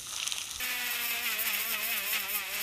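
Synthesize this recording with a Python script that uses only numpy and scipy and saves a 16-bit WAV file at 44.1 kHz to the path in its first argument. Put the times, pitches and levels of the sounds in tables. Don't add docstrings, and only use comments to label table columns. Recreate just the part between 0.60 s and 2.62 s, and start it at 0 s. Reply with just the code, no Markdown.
import sys
import numpy as np
from scipy import signal
from scipy.fft import rfft, irfft, next_fast_len
from scipy.io import wavfile
from scipy.ndimage import uniform_filter1d, map_coordinates

SR = 44100
rng = np.random.default_rng(int(sys.argv[2]) if len(sys.argv) > 2 else 0)


def natural_amplitude(level_db):
    exponent = np.asarray(level_db, float) / 20
    return 10 ** exponent


def to_wav(s):
    ch = np.atleast_2d(s).T
    pcm = np.round(np.clip(ch, -1, 1) * 32767)
    wavfile.write(sys.argv[1], SR, pcm.astype(np.int16))


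N = 89258

# f/Hz, density/dB per Hz
RUMBLE_COLOUR = [(15, -12), (25, 4), (38, -12), (70, 4.5), (113, -4.5), (170, -12.5), (220, -43),
                 (370, -120)]
# t/s, speed/turns per s
SHAFT_SPEED = [(0.03, 251), (0.57, 234), (0.65, 243), (0.68, 227), (0.76, 208), (0.86, 232), (0.92, 207),
               (0.96, 202), (1.09, 232), (1.19, 206), (1.315, 235), (1.36, 211), (1.42, 192), (1.54, 221),
               (1.65, 188), (1.74, 212), (1.87, 184), (1.95, 206)]
# t/s, knock level/dB, grit level between skids/dB
HAND_PRESSURE = [(0.0, -34, -41), (0.07, -34, -41), (0.56, -34, -39.5), (0.62, -37.5, -47.5),
                 (0.66, -32.5, -38), (0.83, -36.5, -75), (0.89, -33.5, -47.5), (1.03, -36.5, -37),
                 (1.34, -35.5, -47), (1.49, -35, -36), (1.56, -35.5, -40.5), (1.61, -38, -37.5),
                 (1.7, -36.5, -55), (2.02, -35.5, -37.5)]
# order/multiple of speed, level/dB rms, gain on cutting stroke (lost on return)/dB
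HUM_ORDERS = [(1, -57, 1), (2, -59, -1.5), (3, -56, -3.5), (4, -57.5, 4), (5, -59, -1.5), (6, -55.5, 5.5),
              (7, -55, 4.5)]
# t/s, length/s
GRIP_EASES = [
    (0.327, 0.023),
    (0.52, 0.0039),
    (1.03, 0.016),
    (1.5, 0.02),
    (1.678, 0.026),
    (1.873, 0.064),
]
# t/s, extra knock/dB, decay/s
BUR_BITES = [(.235, 3.5, 0.036), (.39, 2.5, .02), (.537, 2, 0.011), (.662, 5.5, .04), (.868, 4, 0.067),
             (.95, 4.5, .03), (1.145, 7.5, 0.012), (1.322, 7, .035), (1.534, 9.5, 0.005), (1.552, 8, 0.046),
             (1.752, 5.5, 0.014), (1.98, 3, 0.027)]
# f/Hz, width/Hz, level/dB
SHELL_MODES = [(1416, 550, -14), (1736, 70, -1), (2170, 640, -7.5), (2416, 53, 4), (2580, 80, 1),
               (3234, 55, 1), (3243, 193, -7), (3853, 44, -6)]
# f/Hz, density/dB per Hz
THUD_COLOUR = [(700, -63), (1100, -38), (1500, -13), (2000, 1), (2500, 3), (3100, 0.5), (3900, -9),
               (5500, -40)]
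# f/Hz, density/dB per Hz
RASP_COLOUR = [(150, -12), (300, -15.5), (550, -14.5), (800, -9), (1500, -6), (2600, -1.5), (4540, -6.5),
               (10600, -13), (15100, -33)]
# start t/s, length/s, level/dB
GRIT_SKIDS = [(0.032, 0.025, -39.5), (0.302, 0.021, -43), (0.428, 0.044, -40.5), (0.481, 0.035, -42.5),
              (0.639, 0.13, -38), (0.789, 0.04, -29.5), (0.844, 0.053, -34), (0.919, 0.046, -37),
              (0.979, 0.048, -40), (1.079, 0.06, -39), (1.234, 0.039, -34.5), (1.287, 0.031, -38.5),
              (1.31, 0.044, -36.5), (1.368, 0.026, -34.5), (1.494, 0.05, -37.5), (1.684, 0.035, -38),
              (1.725, 0.067, -33), (1.94, 0.019, -38)]
# f/Hz, width/Hz, level/dB
STEEL_MODES = [(5400, 220, -6), (6750, 250, -8), (7380, 200, -11), (7900, 250, -11), (9700, 300, -9.5),
               (11430, 130, -2.5), (11940, 190, -.5), (13070, 120, -5), (13430, 140, -4), (14200, 220, -6),
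               (14830, 200, -5)]
# f/Hz, density/dB per Hz
FIZZ_COLOUR = [(4000, -40), (5000, -17), (7000, -14), (10300, -12), (11500, -3), (12500, 0), (15100, 0)]

RUMBLE_DB = -66
STROKE_TURNS_PER_S2 = 120
HUM_DB, EASE_DB, HUM_WAVER_DB, HUM_WAVER_PER_S = 1.5, -13, 4, 30
JITTER_S, SCATTER_DB = 0.000025, 1.6
REBOUND_TURN, REBOUND_WANDER_TURN, REBOUND_DB = 0.4308, 0.0468, -2.5
BITE_RISE_S, SHELL_BITE, THUD_BITE = 0.008, 0.47, 1.83
KNOCK_DB, THUD_DB, THUD_REBOUND_DB, CHATTER_DB, RASP_DB = -6.5, -10.5, -0.5, -9, -5.5
GRAINS_PER_S, GRAIN_DB, SKID_EDGE = 12000, 3, 2.2
GRIT_DB, FIZZ_DB, FLUTTER_DB = -1.5, -5, 1.3
LOW_DB, LOW_FOLLOWS = -6.5, 0.79
ROOM_T60_S, ROOM_DB = 0.1, -12


def unit(x):
    return x / np.sqrt(np.mean(x ** 2) + 1e-20)


def wobble(knots_per_s):
    return map_coordinates(rng.standard_normal(400), [np.arange(N) * min(knots_per_s, 150) / SR])


def filtered(x, response):
    size = next_fast_len(N + 8192)
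    return irfft(rfft(x, size) * response(np.fft.rfftfreq(size, 1 / SR)), size)[..., :N]


def colour(points):
    f, db = np.transpose(points)
    return lambda hz: natural_amplitude(np.interp(np.log(hz + 1), np.log(f + 1), db, -120, -120))


def body(modes, turn=-1):
    def response(f):
        total = 0
        for k, (centre, width, db) in enumerate(modes):
            damping = 1j * f * width
            total = total + turn ** k * natural_amplitude(db) * damping / (centre * centre - f * f + damping)
        return total
    return response


def rumble():
    return natural_amplitude(RUMBLE_DB) * unit(filtered(rng.standard_normal(N), colour(RUMBLE_COLOUR)))


def motor():
    def read(rows, column):
        points = np.transpose(rows)
        return uniform_filter1d(np.interp(np.arange(N) / SR, points[0], points[column]), size=700)
    turns_per_s = read(SHAFT_SPEED, 1) * (1 + 0.003 * wobble(30))
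    return np.cumsum(turns_per_s) / SR, read(HAND_PRESSURE, 1), read(HAND_PRESSURE, 2)


def hum(turns):
    t = np.arange(N) / SR
    ease_db = EASE_DB * sum(np.exp(-((t - s) / length) ** 2) for s, length in GRIP_EASES)
    speed_t, speed = np.transpose(SHAFT_SPEED)
    slowing = -np.gradient(np.interp(t, speed_t, speed)) * SR / STROKE_TURNS_PER_S2
    stroke = uniform_filter1d(np.tanh(slowing), size=900)
    total = np.zeros(N)
    for k, db, swing_db in HUM_ORDERS:
        waver_db = HUM_WAVER_DB * min(k / 3, 1) * wobble(HUM_WAVER_PER_S)
        level_db = HUM_DB + db + swing_db * stroke + ease_db / k ** 2 + waver_db
        phase = k * turns + 0.08 * wobble(35) + rng.random()
        total += natural_amplitude(level_db) * np.sin(2 * np.pi * phase)
    return total


def taps(turns):
    luck = rng.standard_normal((500, 2))
    at = np.interp(np.arange(len(luck)), turns, np.arange(N), right=N + 40)
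    at = at + JITTER_S * SR * luck[:, 0]
    near = np.round(at)[:, None] + np.arange(-8, 9)
    shape = np.sinc(near - at[:, None]) * np.hanning(19)[1:-1]
    shape = shape * natural_amplitude(SCATTER_DB * luck[:, 1:])
    return np.bincount(np.clip(near, 0, N).astype(int).ravel(), shape.ravel(), N + 1)[:N]


def knocks(turns, knock_db):
    t = np.arange(N) / SR
    bite_db = np.zeros(N)
    for s, db, fall_s in BUR_BITES:
        bite_db += db * np.exp(np.where(t < s, (t - s) / BITE_RISE_S, (s - t) / fall_s))
    late = REBOUND_TURN + REBOUND_WANDER_TURN * wobble(13)
    first, second = taps(turns), taps(turns - late)
    shell = unit(filtered(first + natural_amplitude(REBOUND_DB) * second, body(SHELL_MODES)))
    thud = unit(filtered(first + natural_amplitude(THUD_REBOUND_DB) * second, colour(THUD_COLOUR)))
    struck = natural_amplitude(KNOCK_DB + SHELL_BITE * bite_db) * shell + natural_amplitude(THUD_DB + THUD_BITE * bite_db) * thud
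    gate = 1 + 0.15 * np.cos(2 * np.pi * turns)
    chatter, rasp = gate * natural_amplitude(2.46 * wobble(28.9)) * rng.standard_normal((2, N))
    chatter = natural_amplitude(CHATTER_DB) * unit(filtered(chatter, body(SHELL_MODES)))
    rasp = natural_amplitude(RASP_DB) * unit(filtered(rasp, colour(RASP_COLOUR)))
    return natural_amplitude(knock_db) * (struck + chatter + rasp)


def grit(turns, grit_db):
    t = np.arange(N) / SR
    skid = np.zeros(N)
    for s, length, db in GRIT_SKIDS:
        skid += natural_amplitude(db) * np.exp(-np.abs((t - s - length / 2) / (0.5 * length)) ** SKID_EDGE)
    level = natural_amplitude(grit_db) + skid
    chance, sign, size = rng.random((3, N))
    grains = (chance < GRAINS_PER_S / SR) * np.sign(sign - 0.5)
    grains = grains * natural_amplitude(-GRAIN_DB * np.log(size + 1e-9))
    grains = grains * (1 + 0.45 * np.cos(2 * np.pi * turns))
    upper = unit(filtered(grains, body(STEEL_MODES[4:], turn=1)))
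    fizz = natural_amplitude(FIZZ_DB + wobble(40.3)) * unit(filtered(grains[::-1], colour(FIZZ_COLOUR)))
    lower = unit(filtered(np.roll(grains, N // 2), body(STEEL_MODES[:4], turn=0.94)))
    lower = natural_amplitude(LOW_DB + 1.2 * wobble(17.8)) * lower
    low_level = level.mean() * (level / level.mean()) ** LOW_FOLLOWS
    return natural_amplitude(GRIT_DB) * (natural_amplitude(FLUTTER_DB * wobble(75.1)) * level * (upper + fizz) + low_level * lower)


def room(x):
    t = np.arange(SR // 4) / SR
    tail = rng.standard_normal(len(t)) * natural_amplitude(-60 * t / ROOM_T60_S) * (t > 0.003)
    return x + natural_amplitude(ROOM_DB) * signal.fftconvolve(x, tail / np.linalg.norm(tail))[:N]


def scene():
    turns, knock_db, grit_db = motor()
    pen = room(knocks(turns, knock_db) + grit(turns, grit_db)) + hum(turns)
    mono = pen + rumble()
    return np.array([mono, mono])


def top_cut(x):
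    return signal.sosfilt(signal.butter(12, 16100, fs=SR, output="sos"), x)


def record(dry):
    mix = filtered(dry, lambda hz: hz < 15020)
    return top_cut(mix)


dry = scene()
out = record(dry)
to_wav(out)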